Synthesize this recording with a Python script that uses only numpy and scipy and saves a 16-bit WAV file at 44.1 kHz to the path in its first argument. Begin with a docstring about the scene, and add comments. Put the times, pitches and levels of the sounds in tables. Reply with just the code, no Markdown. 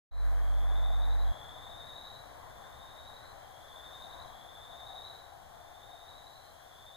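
"""A wood at night, heard through a camera's stereo microphone. After a short silence, far traffic
fades in behind a soft hiss, with a deep electrical hum in the camera. Off to the left, three frogs
take turns: each call is a train of short pips that climb in pitch, swell and slow down, smeared by
echoes from the trunks into one rising rasp. The hum cuts off at 1.3 s; the frogs call on while
tyres pass on the far road and its roar grows quieter."""
import sys
import numpy as np
from scipy import signal
from scipy.fft import rfft, irfft, next_fast_len
from scipy.io import wavfile
from scipy.ndimage import map_coordinates

SR = 44100
rng = np.random.default_rng(int(sys.argv[2]) if len(sys.argv) > 2 else 0)


def dump_mix(stems):
    """Bounce the given channels to the path in sys.argv[1] as a 16-bit WAV at rate SR."""
    frames = np.atleast_2d(stems).T  # one column per channel
    limited = np.clip(frames, -1, 1)  # hard clip at full scale
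    pcm = np.round(limited * 32767).astype(np.int16)
    wavfile.write(sys.argv[1], SR, pcm)


N = 306936
T = np.arange(N) / SR


def frogs(gain_db=.3, right_lag_s=.000269):
    """Each frog calls from its own perch left of the microphone, so all its pips carry the same echoes."""
    # calls of the far, near and loud frog: start_s, length_s, opening_hz, swell_db, crest_db
    frog_calls = [
        [(-.67, .82, 3420, 18, -53), (2.266, .97, 3300, 19, -56.8), (5.369, 1.03, 3325, 16, -58)],
        [(.306, .89, 3190, 17, -53), (3.309, .89, 3170, 21, -54), (6.414, .89, 3200, 19, -57.3)],
        [(1.245, .89, 3370, 5.5, -51.5), (4.243, .89, 3340, 12, -51.4)],
    ]
    # voice of each frog: climb_hz_per_s, crest_s (into the call), fade_db (after the crest)
    voices = [(705, .67, 6.5), (795, .59, 6), (615, .77, 6.5)]
    # paths from each perch: direct_db, slap_db, slap_delay_s, trunks_db, left_over_right_db
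    perches = [(-12, -20, .022, -3, 1.5), (-6, -11, .022, -4, 2.5), (-9, -13, .014, -7.5, 2.4)]
    out = np.zeros((2, N))
    for calls, voice, (*paths, pan_db) in zip(frog_calls, voices, perches):
        song = sum(pips(call, voice) for call in calls)
        heard = signal.fftconvolve(song[None], wood_echoes(*paths), axes=1)[:, :N]
        out += heard * amp([[gain_db + pan_db / 2], [gain_db - pan_db / 2]])
    arrival_s = np.array([[0], [right_lag_s]])
    return filtered(out, lambda hz: np.exp(-2j * np.pi * hz * arrival_s))


def pips(call, voice, pip_width_s=.0013, warm_up_s=.04, scatter_db=.8, detune_hz=22):
    """One call swells to a crest and fades; its pips slow down while their pitch climbs steadily."""
    # spacing of the pips: age_s (into the call), gap_s
    pip_gaps = [(0, .052), (.535, .089)]
    start_s, length_s, opening_hz, swell_db, crest_db = call
    climb_hz_per_s, crest_s, fade_db = voice
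    out = np.zeros(N + SR)
    t = np.arange(SR // 50) / SR
    shape = np.exp(-.5 * (t / pip_width_s - np.pi) ** 2)
    shape /= np.linalg.norm(shape)
    age = 0
    for size, detune in rng.standard_normal((20, 2)):
        gap = curves(pip_gaps, age)[0]
        hz = opening_hz + climb_hz_per_s * age + detune_hz * detune
        before = max(1 - age / crest_s, 0)
        after = max((age - crest_s) / (length_s - crest_s), 0)
        db = crest_db - swell_db * before ** 1.5 - fade_db * after ** 1.5  # a rounded crest
        effort = 1 - np.exp(-(age + gap) / warm_up_s)  # weak at first, while the vocal sac fills
        level = effort * amp(db + scatter_db * size)
        level *= np.sqrt(2 * gap * SR)  # a pip holds the energy of its whole gap
        if 0 < start_s + age < N / SR and age < length_s + gap / 2:
            onset = round((start_s + age) * SR)
            out[onset:onset + len(t)] += level * shape * np.sin(2 * np.pi * hz * t)
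        age += gap
    return out[:N]


def wood_echoes(direct_db, slap_db, slap_delay_s, trunks_db,
                t60_s=.68, build_s=.0085, trunks=14, spread_s=.08, width=.21):
    """Perch to microphone: direct path, early slap and trunk echoes, in dB relative to a diffuse tail."""
    t = np.arange(SR) / SR
    tail = rng.standard_normal((2, len(t))) * amp(-60 * t / t60_s) * (1 - np.exp(-t / build_s))
    mid, side = tail / np.linalg.norm(tail[0])
    delay_s = rng.random(trunks) * spread_s
    strength = rng.standard_normal(trunks)
    mid[(delay_s * SR).astype(int)] += amp(trunks_db) * strength / np.linalg.norm(strength)
    mid[[0, round(slap_delay_s * SR)]] += amp([direct_db, slap_db])
    return np.array([mid + width * side, mid - width * side]) / np.linalg.norm(mid)


def traffic(rumble_db=-1.1, wash_db=2.7, drone_db=-.3, whine_db=-.7, flutter_db=.8):
    """A far road: engine rumble and a broad wash, with tyre drone or whine swelling at each pass."""
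    # the road grows quieter: time_s, level_db
    road_level = [(0.3, -58), (0.8, -57), (2.0, -61), (3.43, -62), (3.54, -64), (4.19, -60), (4.43, -63),
                  (6.96, -66)]
    # its colour and stereo image: frequency_hz, left_db, right_db, likeness (0-1), left_lead_rad
    road_colour = [(19.6, -6, -7.5, 0.7, -4.5), (77, -1, -1, 0.4, -3.5), (125, -5, -12.5, 0.34, -5),
                   (212, -15.5, -14.5, 0.41, -2), (396, -16, -19, 0.28, -2.5), (534, -9, -15, 0.23, 1.7),
                   (635, -3.5, -12, 0.9, -6.4), (683, 1.5, -11, 0.47, 0.5), (762, 1.5, -7, .33, 0.6),
                   (923, -3.5, -9.5, 0.33, 2.7), (1037, -3.5, -9, 0.76, 5.5), (1290, -16, -16.5, 0.95, 6.5),
                   (1620, -12, -19, 0.38, 7), (1980, -19.5, -21.5, 0.72, 7.8),
                   (2340, -23.5, -24.5, 0.72, 9.5), (2470, -26, -26.5, .99, 9)]
    # passing tyres: centre_s, half_length_s, drone_rise_db, whine_rise_db
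    passes = [(1.02, .22, 5.5, 0), (2.6, .4, 0, 2), (3.6, .18, 2, 0), (4.1, .17, 0, 3), (4.92, .12, 8, 3),
              (5.7, .65, 5, 0)]
    road = lambda hz: along(road_colour, hz)
    likeness = lambda hz: np.clip(road(hz)[2], 0, 1) * np.exp(1j * road(hz)[3])
    noise = stereo_noise(lambda hz: road(hz)[0], lambda hz: road(hz)[1], likeness)
    edges_hz = (300, 660, 880, 1200, 2600)
    below = [filtered(noise, lambda hz: 1 / (1 + (hz / edge) ** 20)) for edge in edges_hz]
    low_wash, drone, whine, high_wash = np.diff(below, axis=0)
    drone_rise, whine_rise = sum(np.outer(rise_db, np.exp(-.5 * ((T - centre_s) / half_s) ** 2))
                                 for centre_s, half_s, *rise_db in passes)
    level_db = curves(road_level)[0]
    rumble_rise = .3 * (level_db - level_db.mean())  # the rumble swings wider than the rest
    bands = [(below[0], rumble_db + rumble_rise), (low_wash + high_wash, wash_db),
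             (drone, drone_db + drone_rise), (whine, whine_db + whine_rise)]
    return amp(level_db) * sum(amp(db + flutter_db * wobble(9)) * unit(band) for band, db in bands)


def night_hiss(gain_db=4.2, left_boost_db=.77, port_lag_s=16 / SR):
    """Night air; the stereo microphone subtracts a delayed share of each port from the other."""
    # slight drift of the hiss: time_s, level_db (before gain_db)
    air_level = [(0.3, -70), (0.32, -69), (1.26, -69), (3.47, -70), (4.01, -68), (4.43, -70), (5.07, -69),
                 (5.31, -71), (6.87, -70), (6.96, -71)]
    # its colour and stereo image: frequency_hz, density_db, likeness (0-1)
    air_colour = [(1530, -17, 1), (2767, 3, 1), (3470, 9.5, 0.06), (4660, 0, 1), (5900, 2.5, 0.57),
                  (7100, -.5, .55), (9900, -0.5, 0.22), (16100, -3, .22)]
    colour = lambda hz: along(air_colour, hz)[0]
    likeness = lambda hz: -np.clip(along(air_colour, hz)[1], 0, 1) * np.cos(2 * np.pi * hz * port_lag_s)
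    air = stereo_noise(lambda hz: colour(hz) + left_boost_db, colour, likeness)
    return amp(curves(air_level)[0] + gain_db) * unit(air)


def camera_hum(pitch_hz=46.87, end_s=1.319, left_db=-24.5, right_db=-23.5, waver_db=.5, release_s=.0016):
    """A deep electrical hum that wavers slightly and stops dead."""
    phase_rad = np.array([[0], [-3.04]])  # nearly opposite in the two channels
    tone = np.cos(2 * np.pi * pitch_hz * (T - end_s) + phase_rad)
    gate = np.exp(-np.maximum(T - end_s, 0) / release_s)
    return amp(np.array([[left_db], [right_db]]) + waver_db * wobble(30)) * tone * gate


def amp(db):
    """Decibels to gain."""
    return 10 ** (np.asarray(db) / 20)


def along(rows, hz):
    """Each column of a frequency table at the given frequencies, read on a log axis."""
    knots_hz, *columns = np.transpose(rows)
    return [np.interp(np.log(hz + 1), np.log(knots_hz + 1), column) for column in columns]


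def curves(rows, at=T):
    """Each column of a time table at the given times."""
    knots_s, *columns = np.transpose(rows)
    return [np.interp(at, knots_s, column) for column in columns]


def unit(pair):
    """A stereo pair scaled so that its middle has rms 1."""
    return pair / np.sqrt(np.mean(pair.mean(0) ** 2) + 1e-20)


def wobble(rate):
    """A smooth random curve, rate knots a second."""
    return map_coordinates(rng.standard_normal(int(N * rate / SR) + 4), [T * rate])


def filtered(x, response):
    """x through a filter whose response is a function of frequency."""
    size = next_fast_len(N + 8192)
    return irfft(rfft(x, size) * response(np.fft.rfftfreq(size, 1 / SR)), size)[..., :N]


def stereo_noise(left_db, right_db, likeness):
    """Noise with a colour for each side and a complex likeness between them, all functions of frequency."""
    shared, own = rng.standard_normal((2, N))
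    rest = lambda hz: np.sqrt(np.clip(1 - abs(likeness(hz)) ** 2, 0, 1))
    right = filtered(shared, lambda hz: np.conj(likeness(hz))) + filtered(own, rest)
    return np.array([filtered(shared, lambda hz: amp(left_db(hz))),
                     filtered(right, lambda hz: amp(right_db(hz)))])


def scene():
    """Frogs over the far road, the night air and the camera's hum."""
    return frogs() + traffic() + night_hiss() + camera_hum()


def record(dry, top_hz=15550):
    """The camera fades in after a short silence and keeps nothing above its band limit."""
    fade = np.interp(T, [.11, .117, .17, .25], [0, .1, .48, 1])
    return filtered(dry * fade, lambda hz: 1 / (1 + (hz / top_hz) ** 400))


dry = scene()
out = record(dry)
dump_mix(out)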